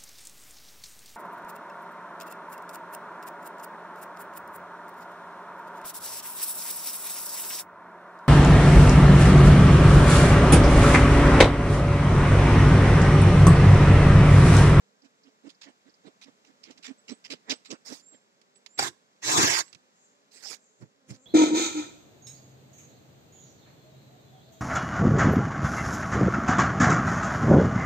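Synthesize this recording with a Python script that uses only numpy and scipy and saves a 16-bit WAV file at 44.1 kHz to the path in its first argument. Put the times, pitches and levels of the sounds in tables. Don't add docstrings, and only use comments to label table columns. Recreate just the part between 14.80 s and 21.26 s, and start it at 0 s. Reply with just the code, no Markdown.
import sys
import numpy as np
from scipy import signal
from scipy.fft import rfft, irfft, next_fast_len
from scipy.io import wavfile
from scipy.ndimage import uniform_filter1d, map_coordinates

SR = 44100
rng = np.random.default_rng(int(sys.argv[2]) if len(sys.argv) > 2 else 0)


def to_wav(s):
    ch = np.atleast_2d(s).T
    pcm = np.round(np.clip(ch, -1, 1) * 32767)
    wavfile.write(sys.argv[1], SR, pcm.astype(np.int16))


N = 284841
TIME = np.arange(N) / SR

# frequency in Hz, relative level in dB.
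LEATHER_COLOUR = [(200, -36), (900, -7.5), (1600, -7), (2400, 1.5), (3100, 0.5), (4000, 0.5), (5000, 3),
                  (6400, -2.5), (7700, -6), (8600, -20), (12000, -26), (16000, -47.5)]


def amp(db):
    return 10 ** (np.asarray(db) / 20)


def unit(x):
    return x / np.sqrt(np.mean(x ** 2) + 1e-20)


def along(points, hz):
    f, v = np.transpose(points)
    return np.interp(np.log(hz + 1), np.log(f + 1), v)


def wobble(rate):
    knots = rng.standard_normal(int(N * rate / SR) + 4)
    coarse_time = TIME[::16]
    return np.interp(TIME, coarse_time, map_coordinates(knots, [coarse_time * rate]))


def filtered(x, response):
    size = next_fast_len(N + SR // 2)
    spectrum = rfft(x, size) * response(np.fft.rfftfreq(size, 1 / SR))
    return irfft(spectrum, size)[..., :N]


def low_cut(x, hz, order):
    return signal.sosfilt(signal.butter(order, hz, "high", fs=SR, output="sos"), x)


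def resonances(modes, hz):
    total = 0
    for k, (centre, width, db) in enumerate(modes):
        ringing = 1j * hz * width / (centre ** 2 - hz ** 2 + 1j * hz * width)
        total = total + (-1) ** k * amp(db) * ringing
    return total


def pan(right_db):
    gains = amp(np.array([[-1], [1]]) * right_db / 2)
    return gains / np.sqrt(np.mean(gains ** 2, axis=0))


def ports(pair, response):
    # frequency in Hz, likeness of left and right from 0 to 1.
    alike = [(100, 0.92), (330, 0.8), (650, 0.67), (1300, 0.88), (2200, .52), (3000, 0.81), (4000, 0.25),
             (12000, 0.12)]
    # frequency in Hz, phase by which the left leads in radians.
    port_lead = [(100, -2), (330, 0.12), (650, 1.4), (1000, 3), (1300, 3.5), (2000, 5), (2800, 4),
                 (3600, 3.2), (5000, 1.58), (12000, 1)]

    def mix(hz):
        turn = np.arccos(np.clip(along(alike, hz), -1, 1)) / 2
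        return response(hz) * np.array([np.cos(turn), np.sin(turn)])

    def shift(hz):
        return np.exp(.5j * np.array([[1], [-1]]) * along(port_lead, hz))

    mid, side = filtered(pair, mix)
    return unit(filtered(np.array([mid + side, mid - side]), shift))


def noise(spectrum):
    return ports(rng.standard_normal((2, N)), lambda hz: amp(along(spectrum, hz)))


def ringing_noise(modes):
    return ports(rng.standard_normal((2, N)), lambda hz: resonances(modes, hz))


def patches(x, depth_db):
    cells = signal.stft(x, nperseg=256)[2]
    field = rng.standard_normal(cells.shape[1:])
    for _ in range(2):
        field = uniform_filter1d(field, size=3, axis=0)
        field = uniform_filter1d(field, size=7, axis=1)
    return signal.istft(cells * amp(depth_db * unit(field)), nperseg=256)[1][:, :N]


def grains(spectrum, rate, spread_db, patchy_db):
    happens = rng.random(N) < rate / SR
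    sizes = amp(spread_db * np.clip(rng.standard_normal(N), -2, 2))
    slips = happens * sizes * rng.standard_normal((2, N))
    return ports(patches(slips, patchy_db), lambda hz: amp(along(spectrum, hz)))


def steady(x, size):
    power = uniform_filter1d(np.mean(x ** 2, axis=0), size=size)
    power = uniform_filter1d(power, size=size)
    return x / np.sqrt(np.abs(power) + 0.0083)


def swell(s, rise, fall):
    d = TIME - s
    return np.exp(1 - np.hypot(1, np.clip(d / np.where(d < 0, rise, fall), -40, 40)))


def burst(s, t60):
    return (TIME >= s) * amp(-60 * np.clip((TIME - s) / t60, 0, 4))


def slide(s, length, attack, release):
    onset = (1 - np.exp(-np.maximum(TIME - s, 0) / attack)) ** 2
    return onset * np.exp(-np.clip((TIME - s - length) / release, 0, 40))


def strokes(events):
    out = np.zeros((2, N + SR))
    size = SR // 4
    octaves = np.log2(np.clip(np.fft.rfftfreq(size, 1 / SR), 1800, 6500) / 4000)
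    for s, sound, tilt in events:
        start = round((s - .02) * SR)
        piece = sound[:, start:start + size]
        tilted = irfft(rfft(piece, size) * amp(tilt * octaves), size)
        out[:, start:start + size] += tilted * np.linalg.norm(piece) / np.linalg.norm(tilted)
    return out[:, :N]


def scattered_echo(x, t60):
    t = TIME[:SR // 2]
    tail = rng.standard_normal((2, len(t))) * amp(-60 * t / t60) * (t > .006)
    return signal.fftconvolve(x, tail / np.linalg.norm(tail[0]), axes=1)[:, :N]


def outdoor_air():
    # frequency in Hz, relative level in dB.
    outdoors = [(15, -61), (25, -37), (123, -9.5), (194, 0), (316, -8), (542, -8), (1180, -5), (1820, -10),
                (2960, -13), (3210, -12.5), (6840, -14), (7620, -13), (8490, -30.5), (12100, -29),
                (15800, -47)]
    return amp(-68.0 + 1.5 * wobble(0.8)) * noise(outdoors) * pan(right_db=0.5)


def wingbeat(hz):
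    # frequency in Hz, relative level in dB.
    wings = [(150, -10.5), (250, -1), (520, 0), (800, -13), (1500, -15.5), (3000, -30.5), (6000, -44)]
    order = np.arange(1, 15)
    cycle = np.linspace(0, 1, 513)
    phases = rng.random((len(order), 1))
    harmonics = np.sin(2 * np.pi * (order[:, None] * cycle + phases))
    stroke = amp(along(wings, hz.mean() * order)) @ harmonics
    turns = np.cumsum(hz * np.exp(0.023 * wobble(32))) / SR
    return np.interp(turns % 1, cycle, unit(stroke))


def bees(count):
    # moment in seconds, wingbeat in Hz, level in dB.
    bee_passes = [(5.39, 283, -76.5), (5.72, 261, -74.5), (6.359, 262, -64.5)]
    hum = np.zeros((2, N))
    for wing_hz in np.geomspace(180, 272, count):
        bee = wingbeat(wing_hz * np.exp(0.05 * wobble(7))) * amp(4.5 * wobble(2.2))
        hum += bee * pan(right_db=5.5 + 2.7 * rng.standard_normal())
    hum = amp(-72.5) * unit(hum + scattered_echo(hum, t60=0.59))

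    times, pitches, _ = np.transpose(bee_passes)
    nearness = sum(amp(db) * swell(s, rise=0.074, fall=.08) for s, _, db in bee_passes)
    close = nearness * wingbeat(np.interp(TIME, times, pitches))

    patter = grains(LEATHER_COLOUR, rate=50, spread_db=-0.5, patchy_db=0.5)
    return hum + close + amp(-86.5) * patter * pan(right_db=6)


def bird():
    # start in seconds, length in seconds, first pitch in Hz, last pitch in Hz, level in dB.
    whistles = [(2.176, 0.036, 7650, 7850, -64.5), (2.269, 0.098, 7150, 8000, -56),
                (2.742, 0.038, 8050, 7850, -58), (2.836, .14, 7100, 7950, -61),
                (3.204, 0.19, 7050, 7250, -57), (3.746, 0.042, 7800, 7650, -60.5),
                (3.871, .26, 6750, 7850, -57.5), (4.819, 0.1, 7150, 7850, -57.5),
                (6.39, .086, 6950, 7700, -71)]
    # moment in seconds, level in dB.
    far_birds = [(5.241, -64.5), (5.849, -67.5), (6.0, -76), (6.44, -65)]
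    arch_hz_per_s = 1900
    song = np.zeros(N)
    tremble = 1 + .011 * wobble(500)
    for s, length, first_hz, last_hz, db in whistles:
        u = np.clip((TIME - s) / length, 0, 1)
        arch = np.sin(np.pi * u)
        hz = first_hz + (last_hz - first_hz) * u + arch_hz_per_s * length * arch
        tone = np.sqrt(2) * np.sin(2 * np.pi * np.cumsum(hz * tremble) / SR)
        song += amp(db) * arch * tone
    song = song * amp(2.4 * wobble(90)) * pan(right_db=8.0)

    calls = sum(amp(db) * swell(s, rise=.04, fall=0.059) for s, db in far_birds)
    band = noise([(5200, -58.5), (6300, -6.0), (7600, -2.0), (8400, -51)])
    far = calls * patches(band, depth_db=1.5) * pan(right_db=-1)
    return song + amp(-14) * scattered_echo(song, t60=.5) + far


def walking():
    # start in seconds, length in seconds, level in dB, right over left in dB.
    swishes = [(3.045, 0.11, -45, 12), (3.151, 0.052, -56, 11), (5.508, 0.073, -52.5, 9),
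               (5.586, 0.05, -52, 14), (5.617, 0.13, -43, 21), (5.682, 0.044, -45, 24)]
    # moment in seconds, thud level in dB, leaf litter level in dB.
    footfalls = [(4.952, -59.5, -77), (6.026, -43, -64), (6.311, -38.5, -47.5), (6.357, -63, -56)]
    # frequency in Hz, relative level in dB.
    fabric = [(60, -33), (130, -12), (280, -5.5), (600, -6), (920, -6), (1300, -9), (2000, -2.5),
              (3100, -6.5), (5000, 2.5), (7600, -1), (8800, -12.5), (15800, -24.5)]
    soil = [(25, -23), (60, -32), (110, 3.5), (190, -3.5), (310, -8), (440, -14.5), (700, -24), (2000, -30),
            (6000, -59)]
    cloth = grains(fabric, rate=9200, spread_db=1.5, patchy_db=4.0)
    rub = 0
    for s, length, db, right_db in swishes:
        rub = rub + amp(db) * slide(s, length, attack=0.0085, release=.011) * pan(right_db)
    swish = cloth * rub * amp(0.76 * wobble(70))

    weight = sum(amp(db) * swell(s, rise=0.0082, fall=0.012) for s, db, _ in footfalls)
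    thud = weight * steady(noise(soil), size=900) * pan(right_db=6.5)
    crush = sum(amp(db) * swell(s - .006, rise=0.0096, fall=0.01) for s, _, db in footfalls)
    return swish + thud + crush * cloth * pan(right_db=4.5)


def ticks():
    # moment in seconds, level in dB.
    snap_list = [(3.615, -54.5), (3.759, -59), (3.862, -39), (4.88, -53), (4.929, -42.5), (4.948, -44),
                 (6.305, -47), (6.362, -57)]
    snaps = sum(amp(db) * burst(s, t60=0.037) for s, db in snap_list)
    return snaps * noise(LEATHER_COLOUR) * pan(right_db=15)


def brushing():
    # start in seconds, length in seconds, moment of greatest pressure in seconds,
    # relative friction level in dB, relative rumble level in dB.
    brushes = [(3.973, 0.11, 4.02, -30.5, -42), (4.413, 0.3951, 4.608, -21, -33.5)]
    # moment in seconds, level in dB.
    bumps = [(4.592, -26.5), (4.597, -30.5), (4.616, -35.5), (4.645, -25.5)]
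    # frequency in Hz, relative level in dB.
    friction = [(250, -29), (600, -10.5), (1000, 2.5), (1300, -2.5), (2200, -3.5), (2600, -3.5),
                (3100, -6.5), (3700, -3.5), (4800, -3), (5450, 1), (5850, -2), (6500, -1.5), (7500, -3),
                (8800, -16.5), (12000, -22), (15800, -29.5)]
    rumble_colour = [(25, -25.5), (55, -13.5), (90, -2.5), (125, 0), (190, -8), (235, -11), (310, 5.5),
                     (400, -1), (510, -12.5), (800, -40.5), (2000, -65.5)]
    slip_lead_s, slip_db = 0.014, -1
    hiss = sum(amp(db + slip_db) * swell(s - slip_lead_s, rise=.002, fall=0.0032) for s, db in bumps)
    rumble = sum(amp(db) * swell(s, rise=0.0072, fall=0.0018) for s, db in bumps)
    for s, length, peak_s, hiss_db, rumble_db in brushes:
        pressure = swell(peak_s, rise=0.11, fall=.07)
        attack = 0.092 * length
        hiss = hiss + amp(hiss_db) * slide(s, length, attack, release=0.0082) * pressure ** 0.24
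        rumble = rumble + amp(rumble_db) * slide(s, length, attack, release=0.021) * pressure

    slips = grains(friction, rate=25000, spread_db=2.0, patchy_db=3.5)
    slips = unit(slips + 0.61 * scattered_echo(slips, t60=.035))
    slips = steady(slips, size=250) * amp(1.1 * wobble(110))
    place = pan(9.5 - 9.5 * swell(4.615, rise=0.1, fall=0.051))
    return hiss * slips * place + rumble * steady(noise(rumble_colour), size=600) * pan(right_db=3)


def knock():
    # moment in seconds, level in dB, time to fall 60 dB in seconds,
    # brightness in dB per octave, hollow note level in dB.
    knocks = [(3.9893, -21.5, 0.063, -2, -33), (3.9935, -21.5, 0.046, -4.5, -19.5),
              (4.026, -24.5, 0.076, 2, -24.5), (5.661, -56.5, 0.036, -5, -47)]
    # frequency in Hz, width in Hz, relative level in dB.
    shell = [(370, 150, -5.5), (791, 25, 5), (990, 120, -9), (1440, 115, 3), (2310, 63, 6.5),
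             (3750, 150, -0.5), (4650, 45, 11), (5470, 200, 3.5), (6840, 90, -3), (7480, 400, 1.5)]
    ring = steady(ringing_noise(shell), size=200) * pan(right_db=1.5)
    crack = strokes((s, amp(db) * burst(s, t60) * ring, tilt) for s, db, t60, tilt, _ in knocks)
    note_hz = 795
    note = 0
    for s, *_, db in knocks:
        note = note + amp(db) * burst(s, t60=0.051) * np.sin(2 * np.pi * note_hz * (TIME - s))
    return crack + note * pan(right_db=5.0)


def squeaks():
    # moment in seconds, level in dB.
    squeak_list = [(0.221, -62), (0.435, -60.5), (.49, -71), (.748, -65), (1.096, -62), (1.141, -61)]
    rasp = noise([(3000, -32), (4600, 6), (5300, 4), (7000, -15), (9000, -43)])
    swells = sum(amp(db) * swell(s, rise=0.00087, fall=0.0069) for s, db in squeak_list)
    return swells * rasp * pan(right_db=5)


def bellows():
    # start in seconds, length in seconds, starting level in dB.
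    creases = [(0.244, .015, -61.5), (0.689, 0.016, -49), (0.811, 0.04, -45.5), (1.412, 0.032, -47.5),
               (1.646, 0.031, -58.5), (1.83, 0.015, -46.5), (1.851, 0.075, -57), (1.905, 0.0044, -48),
               (1.973, 0.0084, -53), (2.025, 0.0091, -47), (2.041, .044, -39), (2.279, 0.028, -40.5),
               (2.314, 0.0034, -52), (2.44, 0.024, -42), (2.5, 0.034, -33.5), (2.695, .026, -24),
               (2.846, 0.026, -47.5), (2.902, 0.011, -33)]
    sag_db_per_s = 149
    tilt_db, dulling_db_per_s = 2, 98
    flutter = amp(2.7 * wobble(220))
    leather = grains(LEATHER_COLOUR, rate=6000, spread_db=1.5, patchy_db=3.0)
    crinkle = steady(leather * flutter, size=700) * pan(right_db=8.5)
    folds = []
    for s, length, db in creases:
        sag = amp(-sag_db_per_s * np.clip(TIME - s, 0, length))
        fold = slide(s, length, attack=0.0022, release=0.01) * sag
        folds.append((s, amp(db) * fold * crinkle, tilt_db - dulling_db_per_s * length))
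    return strokes(folds)


def smoker():
    # moment in seconds, relative level of the hollow tone in dB, relative level of the rush in dB.
    puffs = [(0.255, -54.5, -66.5), (0.475, -53, -63), (0.671, -41.5, -55.5), (0.888, -47, -56.5),
             (1.084, -51.5, -63.5), (1.276, -42.5, -55), (1.483, -50.5, -62.5), (1.698, -57.5, -67),
             (1.903, -46, -58.5), (1.986, -58.5, -67), (2.108, -38.5, -54.5), (2.32, -35, -51.5),
             (2.531, -37, -51), (2.719, -32.5, -38), (2.928, -35, -47), (3.122, -39.5, -51),
             (3.342, -58, -59.5)]
    # frequency in Hz, width in Hz, relative level in dB.
    can = [(271, 28.4, 12.5), (330, 70, -10), (423, 32, -3.5)]
    # frequency in Hz, relative level in dB.
    rush_colour = [(30, -12), (80, 9.5), (160, -6), (260, -3), (550, 5), (800, -1), (1100, 1), (1800, -1),
                   (3000, -4.5), (8000, -13.5), (16000, -96)]
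    push, flow = 0, 0
    for s, hollow_db, rush_db in puffs:
        start = .5 * swell(s - .019, rise=0.0058, fall=0.006)
        surge = swell(s + 0.0032, rise=0.0054, fall=0.0058)
        push = push + amp(hollow_db) * (start + surge)
        flow = flow + amp(rush_db) * swell(s, rise=0.013, fall=0.012)

    def can_response(hz):
        return resonances(can, hz) / (1 + (hz / 900) ** 2)

    hollow = steady(ports(rng.standard_normal((2, N)), can_response), size=450)
    jet = grains(rush_colour, rate=22000, spread_db=1.5, patchy_db=4.0)
    tone = amp(1.5) * push * hollow * pan(right_db=19)
    rush = amp(2) * flow * jet * pan(right_db=7)
    return low_cut(tone + rush, hz=184, order=2)


def scene():
    near = smoker() + bellows() + squeaks() + knock() + brushing() + ticks() + walking()
    echo = amp(-27.5) * scattered_echo(near, t60=0.34)
    return near + echo + bees(count=20) + bird() + outdoor_air()


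def record(dry):
    top_hz = 15750
    return filtered(low_cut(dry, hz=78, order=4), lambda hz: np.clip((top_hz - hz) / 400 + .5, 0, 1))


dry = scene()
out = record(dry)
to_wav(out)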